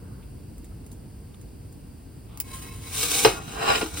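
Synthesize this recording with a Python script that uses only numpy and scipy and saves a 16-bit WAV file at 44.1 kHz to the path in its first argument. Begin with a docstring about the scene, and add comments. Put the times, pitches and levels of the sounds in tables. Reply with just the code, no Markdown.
"""Outdoors, close to the mouth of a gas pizza oven, on a mid-side microphone pair. The burner rumbles
throughout and the hot oven spits faintly. At 2.4 s a metal peel is picked up with a click, just left
of centre; it glides over the oven's lip, scrapes across the gritty stone and, at 3.25 s, knocks home
under the pizza. It is then twisted round with a ringing, juddering drag, and at 3.8 s the pizza flops
back on the stone."""
import sys
import numpy as np
from scipy import signal
from scipy.fft import rfft, irfft
from scipy.io import wavfile

SR = 44100
rng = np.random.default_rng(int(sys.argv[2]) if len(sys.argv) > 2 else 0)


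def wav_out(sig):
    """Save sig, one row per channel (or a flat mono array), as 16-bit PCM at SR to the path in sys.argv[1]."""
    wavfile.write(sys.argv[1], SR, np.round(np.clip(np.atleast_2d(sig).T, -1, 1) * 32767).astype(np.int16))


N = 176400  # 4 s


# modes of the loaded peel and oven (frequency [Hz], t60 [s], knocked level [dB], dragged level [dB])
LOADED_MODES = [(326, 0.3, -14.5, -26), (380.4, 0.38, -16.5, -5), (441.5, 0.11, 6.5, 10),
                (539.6, .13, -7, -27), (626, 0.21, -19, -4.5), (784, 0.092, -8.5, -28),
                (832, 0.12, -10, -4), (1010, .1, -13, -18), (1144, 0.12, -12.5, 1.5),
                (1418, 0.44, -39, 3.5), (1575, 0.11, -11.5, -26), (1900, 0.28, -24.5, -7.5),
                (2540, 0.48, -25, -20), (2734, 0.084, -31, -23), (3063, 0.056, -30, -2.5),
                (3835, 0.047, -33, -4), (4010, 0.15, -19, -4.5), (4090, 0.081, -12, -26),
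                (4990, 0.051, -39, -8), (4880, 0.29, -24, -26), (9297, 0.18, -31, -22)]
# friction of the twisting blade (frequency [Hz], gain [dB])
DRAG_COLOUR = [(100, -51), (280, -12.5), (420, 5), (540, 1), (1000, 4.5), (1500, -1.5), (2100, -8.5),
               (2700, 0), (3400, -14), (4000, -21.5), (4500, -20.5), (5100, -8.5), (6200, -53), (7400, -14),
               (10000, -48), (15000, -34)]
# course of the twist (time [s], body level [dB], treble level [dB])
DRAG_LEVEL = [(3.38, -39.5, -70), (3.41, -44, -51), (3.47, -52, -52), (3.5, -49.5, -46), (3.56, -39, -45.5),
              (3.62, -29.5, -32.5), (3.67, -28, -29), (3.688, -22.5, -24), (3.718, -21.5, -23),
              (3.746, -30.5, -30), (3.757, -30, -22.5), (3.78, -34.5, -29), (3.806, -40, -43),
              (3.816, -27.5, -29.5), (3.87, -55, -55), (3.95, -49, -55), (4.0, -70, -55)]

def drag(ring_db=-1, treble_db=-1, split_hz=1800):
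    """Inside the oven, the loaded blade sticks and slips as it twists, ringing its modes."""
    slips = grit(per_s=4000, spread_db=1.5, clump_db=1.44, clump_hz=160)
    friction = unit(oven_mouth(colour(slips, DRAG_COLOUR), wet_db=2.5, t60=0.1))
    modes = [(hz, t60, dragged_db) for hz, t60, _, dragged_db in LOADED_MODES]
    judder = friction + amp(ring_db) * ring(slips, modes)
    body = signal.sosfiltfilt(signal.butter(4, split_hz, fs=SR, output="sos"), judder)
    times, body_level, treble_level = np.transpose(DRAG_LEVEL)
    treble = unit(judder - body) * envelope(times, treble_level + treble_db)
    return unit(body) * envelope(times, body_level) + treble


# the blade striking stone and oven (time [s], crack level [dB], ring level [dB])
KNOCKS = [(3.2475, 3, -10), (3.2641, -29, -33), (3.292, -16, -57), (3.479, -29.5, -49), (3.754, -19, -27.5),
          (3.812, -19, -33.5), (3.859, -22, -48), (3.9702, -20.5, -52)]
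# spectrum of the crack (frequency [Hz], gain [dB])
CRACK_COLOUR = [(100, -15.5), (350, -1.5), (620, 2.5), (850, 0), (1300, 0), (2000, -3.5), (2900, 2.5),
                (3500, -8), (4100, 3.5), (4600, -12), (5300, -1), (6500, -26), (15000, -28)]

def knocks(ring_rise_s=0.0023, ring_lag_s=0.0012, width=0.7, side_phase_rad=0.97, dull_hz=2500):
    """Each knock is a rattling crack, a duller echo from the oven and the ring of the loaded peel."""
    hits = bursts([row[:2] for row in KNOCKS], decay_s=0.0043, rise_s=0.0015)
    cracks = colour(hits, CRACK_COLOUR)
    echo = oven_mouth(cracks, wet_db=1.5, t60=0.25) - cracks
    out = cracks + signal.sosfilt(signal.butter(1, dull_hz, fs=SR, output="sos"), echo)
    t = np.arange(SR // 2) / SR
    modes = 0
    for hz, t60, knocked_db, _ in LOADED_MODES:
        phase = 2 * np.pi * hz * t + (hz / LOADED_MODES[0][0]) ** 2
        modes += amp(knocked_db) * np.exp(1j * phase) * decay(t, t60)
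    side = width * np.exp(1j * side_phase_rad) * modes
    ringing = np.array([modes, side]).imag * (1 - np.exp(-t / ring_rise_s))
    for s, _, ring_db in KNOCKS:
        add(out, s + ring_lag_s, amp(ring_db) * ringing)
    return out


# modes of the blade flat on the stone (frequency [Hz], t60 [s], level [dB])
STONE_MODES = [(300, 0.36, 7.5), (486, 0.09, 1.5), (807, 0.076, 4), (1563, 0.12, 2.5), (3940, 0.06, 4),
               (6370, 0.02, 0.5), (9240, 0.06, 3.5), (11200, 0.036, -4)]
# hiss of the grit (frequency [Hz], gain [dB])
STONE_COLOUR = [(120, -22), (300, -7), (480, -1.5), (590, -12.5), (800, 0), (1300, -2.5), (1800, -4.5),
                (2500, 3), (3300, 1.5), (4500, 1.5), (5800, -0.5), (6600, -3.5), (9000, 3.5), (11500, -3.5),
                (14000, -4), (16000, -5)]
# course of the scrape (time [s], level [dB])
STONE_LEVEL = [(2.84, -55.5), (2.906, -48), (2.948, -37), (3.026, -29.5), (3.032, -29), (3.084, -32),
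               (3.204, -28.5), (3.24, -29), (3.246, -29), (3.408, -55), (3.476, -53.5), (3.478, -50.5),
               (3.57, -51.5), (3.718, -42), (3.792, -39), (3.922, -51), (4.0, -37.5)]
# the blade's ring relative to the hiss (time [s], level [dB])
STONE_CONTACT = [(2.9, -13), (3.05, -16.5), (3.2, -7.5), (3.4, -2), (3.7, -6)]

def scrape():
    """Grit on the oven's stone hisses under the blade, which rings more as it presses down."""
    slips = grit(per_s=9000, spread_db=1, clump_db=1.3, clump_hz=88)
    contact = amp(np.interp(np.arange(N) / SR, *np.transpose(STONE_CONTACT)))
    hiss = unit(oven_mouth(colour(slips, STONE_COLOUR), wet_db=-4.5, t60=0.11))
    scraping = hiss + contact * ring(slips, STONE_MODES)
    return scraping / band(hiss[0], 7800, 14500).std() * envelope(*np.transpose(STONE_LEVEL))


# modes of the free blade on the lip (frequency [Hz], t60 [s], level [dB])
LIP_MODES = [(469, 0.077, -1), (1062, 0.21, 7.5), (2184, 0.11, -2), (2210, 0.13, 5.5), (2600, 0.036, 5.5),
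             (3950, .025, 1), (4900, 0.034, -3.5), (5380, 0.016, -2)]
# sizzle of the sliding blade (frequency [Hz], gain [dB])
LIP_COLOUR = [(300, -3), (800, 3), (1800, 4), (3300, 4.5), (6300, -2.5), (9000, 8.5), (11500, 0.5),
              (15500, 1)]
# course of the glide (time [s], level [dB])
LIP_LEVEL = [(2.43, -67), (2.48, -50), (2.525, -55.5), (2.538, -44), (2.63, -49.5), (2.72, -53.5),
             (2.8, -51.5), (2.9, -50), (2.95, -44)]

def glide(ring_db=-1, sizzle_db=1, rock_db=5.0):
    """At the oven's lip, the light blade sings and sizzles as it slides; its ring pulses as it rocks."""
    slips = grit(per_s=3900, spread_db=1.5, clump_db=2, clump_hz=45)
    song = ring(slips * amp(rock_db * wander(rate_hz=8.6)), LIP_MODES)
    sizzle = unit(oven_mouth(colour(slips, LIP_COLOUR), wet_db=4.5, t60=0.097))
    sliding = amp(ring_db) * song + amp(sizzle_db) * sizzle
    return sliding / band(sliding[0], 2130, 5400).std() * envelope(*np.transpose(LIP_LEVEL))


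# blade and dough landing (time [s], pitch [Hz], level [dB], t60 [s])
THUDS = [(3.266, 120, -21, 0.095), (3.83, 308, -15.5, 0.028), (3.849, 318, -28.5, 0.16)]

def thuds(rise_s=0.00067):
    """Blade and dough bump on the stone: dull, quickly damped tones in the mid channel."""
    out, t = np.zeros((2, N)), np.arange(SR // 3) / SR
    for s, hz, db, t60 in THUDS:
        bump = amp(db) * np.sin(2 * np.pi * hz * t) * decay(t, t60) * (1 - np.exp(-t / rise_s))
        add(out[:1], s, bump[None])
    return out


# clicks of the handle (time [s], level [dB])
CLICKS = [(2.3735, -33), (2.4014, -18.5), (2.4056, -26), (2.4155, -47)]
# their spectrum (frequency [Hz], gain [dB])
CLICK_COLOUR = [(300, -8), (1200, -21), (2400, -3.5), (3500, -13), (4800, -1.5), (6500, -9.5), (9300, 0),
                (15500, 1.5)]

def handle_clicks():
    """In front of the oven, the handle's fittings click as it is gripped."""
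    clicks = colour(bursts(CLICKS, decay_s=0.0022), CLICK_COLOUR)
    return oven_mouth(clicks, wet_db=-2.5, t60=0.076)


# spectrum of flame and gas (frequency [Hz], gain [dB])
BURNER_COLOUR = [(20, -28), (32, -26), (46, 0.5), (58, 0.5), (110, -2), (170, -8), (300, -11.5), (380, -19),
                 (450, -18.5), (540, -26.5), (950, -31.5), (1250, -37.5), (2000, -39), (3000, -41),
                 (3700, -44), (5000, -40), (6600, -51), (8800, -36), (11500, -42.5), (16000, -42.5)]
# the flame's slow swell (time [s], gain [dB])
FLAME_SWELL = [(0, 2), (.6, 1), (1.3, 0), (1.8, 0.5), (2.0, -2), (2.3, 0.5), (2.6, 1.5), (3.1, 2.5), (4, 2)]
# resonances of the gas jet (frequency [Hz], t60 [s], level [dB])
JET_MODES = [(1580, 0.024, 0.5), (2730, 0.009, 4), (4520, 0.05, 1), (4730, 0.025, 5.5), (5840, 0.06, -42.5)]

def burner(level_db=-42, flutter_db=1.02, jet_db=-70, split_hz=700):
    """Behind the peel, the flame rumbles and flutters under the steady hiss of the gas jet."""
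    roar = colour(rng.standard_normal((2, N)), BURNER_COLOUR)
    roar /= roar[0].std()
    rumble = signal.sosfiltfilt(signal.butter(2, split_hz, fs=SR, output="sos"), roar)
    hiss = roar - rumble
    flame_gain = envelope(*np.transpose(FLAME_SWELL)) * amp(flutter_db * wander(rate_hz=19))
    jet = ring(rng.standard_normal((2, N)), JET_MODES)
    return amp(level_db) * (hiss + rumble * flame_gain) + amp(jet_db) * jet


# spits from the oven (time [s], level [dB])
SPITS = [(.58, -51), (.6444, -49), (.8629, -50), (.9158, -46.5), (.928, -50), (1.345, -57), (1.4132, -51),
         (1.7255, -52)]
# their spectrum (frequency [Hz], gain [dB])
SPIT_COLOUR = [(300, -18), (1500, 1), (5000, -4), (9000, 7), (15000, 1)]

def oven_spits():
    """The hot oven spits faintly, each tick ringing in its mouth."""
    spits = colour(bursts(SPITS, decay_s=0.0017), SPIT_COLOUR)
    return oven_mouth(spits, wet_db=3.5, t60=0.077)


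# faint rustles and soft taps (peak time [s], length [s], band centre [Hz], level [dB])
RUSTLES = [(.11, 0.32, 1200, -63.5), (0.232, 0.017, 2700, -61), (0.72, 0.024, 1100, -62),
           (1.347, 0.015, 980, -58.5), (1.345, 0.01, 3040, -58.5), (2.336, 0.11, 2780, -62),
           (2.372, 0.16, 950, -58)]

def rustles(edge_ratio=1.38):
    """Soft swells of midrange noise in the background."""
    out, t = np.zeros((2, N)), np.arange(N) / SR
    for s, length, hz, db in RUSTLES:
        noise = unit(band(rng.standard_normal((2, N)), hz / edge_ratio, hz * edge_ratio))
        out += amp(db) * noise * np.exp(-(2 * (t - s) / length) ** 2)
    return out


def oven_mouth(x, wet_db, t60):
    """Adds the dense, short ring of the oven's mouth."""
    t = np.arange(SR // 2) / SR
    tail = rng.standard_normal((2, len(t))) * decay(t, t60)
    tail /= np.linalg.norm(tail[0])
    return x + amp(wet_db) * signal.fftconvolve(x, tail, axes=1)[:, :N]


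def grit(per_s, spread_db, clump_db, clump_hz):
    """Tiny slips of uneven size that come in clumps; rows are mid and side."""
    slipping = rng.random(N) < per_s / SR
    size = amp(spread_db * np.minimum(rng.exponential(1, N), 4))
    slips = rng.standard_normal((2, N)) * slipping * size
    return unit(slips * amp(clump_db * wander(clump_hz)))


def ring(drive, modes):
    """A running drive rings damped modes (frequency [Hz], t60 [s], level [dB])."""
    t = np.arange(SR // 2) / SR
    response = sum(amp(db) * decay(t, t60) * np.sin(2 * np.pi * hz * t) / np.sqrt(t60)
                   for hz, t60, db in modes)
    return unit(signal.fftconvolve(drive, response[None], axes=1)[:, :N])


def bursts(rows, decay_s, rise_s=0.000074):
    """A brief chatter of contact for each row of (time [s], level [dB])."""
    out, t = np.zeros((2, N)), np.arange(SR // 20) / SR
    shape = np.exp(-t / decay_s) * (1 - np.exp(-t / rise_s))
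    for s, db in rows:
        add(out, s, amp(db) * rng.standard_normal((2, len(t))) * shape)
    return out


def colour(x, points, size=8192):
    """Minimum-phase filter through points of (frequency [Hz], gain [dB])."""
    hz, db = np.transpose(points)
    bin_hz = abs(np.fft.fftfreq(size, 1 / SR)) + 1
    log_gain = np.log(amp(np.interp(np.log(bin_hz), np.log(hz), db)))
    taps = np.fft.ifft(np.exp(np.conj(signal.hilbert(log_gain)))).real[:size // 2]
    return signal.fftconvolve(x, taps[None], axes=1)[:, :x.shape[1]]


def band(x, lo_hz, hi_hz):
    """Band-pass filter."""
    return signal.sosfilt(signal.butter(4, [lo_hz, hi_hz], "band", fs=SR, output="sos"), x)


def wander(rate_hz):
    """Slow random curve with an rms of one."""
    rolloff = 1 + (np.fft.rfftfreq(N, 1 / SR) / rate_hz) ** 4
    return unit(irfft(rfft(rng.standard_normal(N)) / rolloff, N))


def envelope(times, db, fade_s=0.06):
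    """Gain along a level curve, fading outside it."""
    t = np.arange(N) / SR
    outside_s = abs(t - np.clip(t, times[0], times[-1]))
    return amp(np.interp(t, times, db)) * np.exp(-outside_s / fade_s)


def decay(t, t60):
    """Gain that falls 60 dB in t60 seconds."""
    return amp(-60 * t / t60)


def amp(db):
    """Decibels to gain."""
    return 10 ** (np.asarray(db) / 20)


def unit(x):
    """Scales to an rms of one."""
    return x / np.sqrt(np.mean(x ** 2) + 1e-20)


def add(mix, start_s, sound):
    """Adds a sound into the mix at a time."""
    part = mix[:, round(start_s * SR):][:, :sound.shape[-1]]
    part += sound[:, :part.shape[1]]


# response of the mid microphone (frequency [Hz], gain [dB])
MID_RESPONSE = [(20, -0.5), (11200, 0), (12100, -16), (13100, -24), (14000, 2.5), (16000, 2.5)]
# response of the side microphone (frequency [Hz], gain [dB])
SIDE_RESPONSE = [(60, -15.5), (200, -11), (450, -3), (800, 0), (1500, -1.5), (2100, -17), (2700, -5),
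                 (4000, -3), (5000, -7.5), (6400, 7), (7800, 0), (9000, -34), (11000, 2), (13300, 4),
                 (14800, 3), (16000, -21)]

def scene(peel_lean=0.064, burner_lean=0.00046):
    """The pair faces the oven, the peel slightly left of centre; mid and side become left and right."""
    peel = glide() + scrape() + drag() + knocks() + thuds()
    flame = burner()
    at_pair = peel + flame + oven_spits() + handle_clicks() + rustles()
    mid = colour(at_pair[:1], MID_RESPONSE)[0]
    side = colour(at_pair[1:], SIDE_RESPONSE)[0] + peel_lean * peel[0] + burner_lean * flame[0]
    return np.array([mid + side, mid - side])


def record(dry, edge_hz=16000):
    """The recorder clips at full scale, then cuts off the highest treble."""
    lowpass = signal.firwin(511, edge_hz, window=("kaiser", 9), fs=SR)
    return signal.oaconvolve(np.clip(dry, -1, 1), lowpass[None], "same")


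dry = scene()
out = record(dry)
wav_out(out)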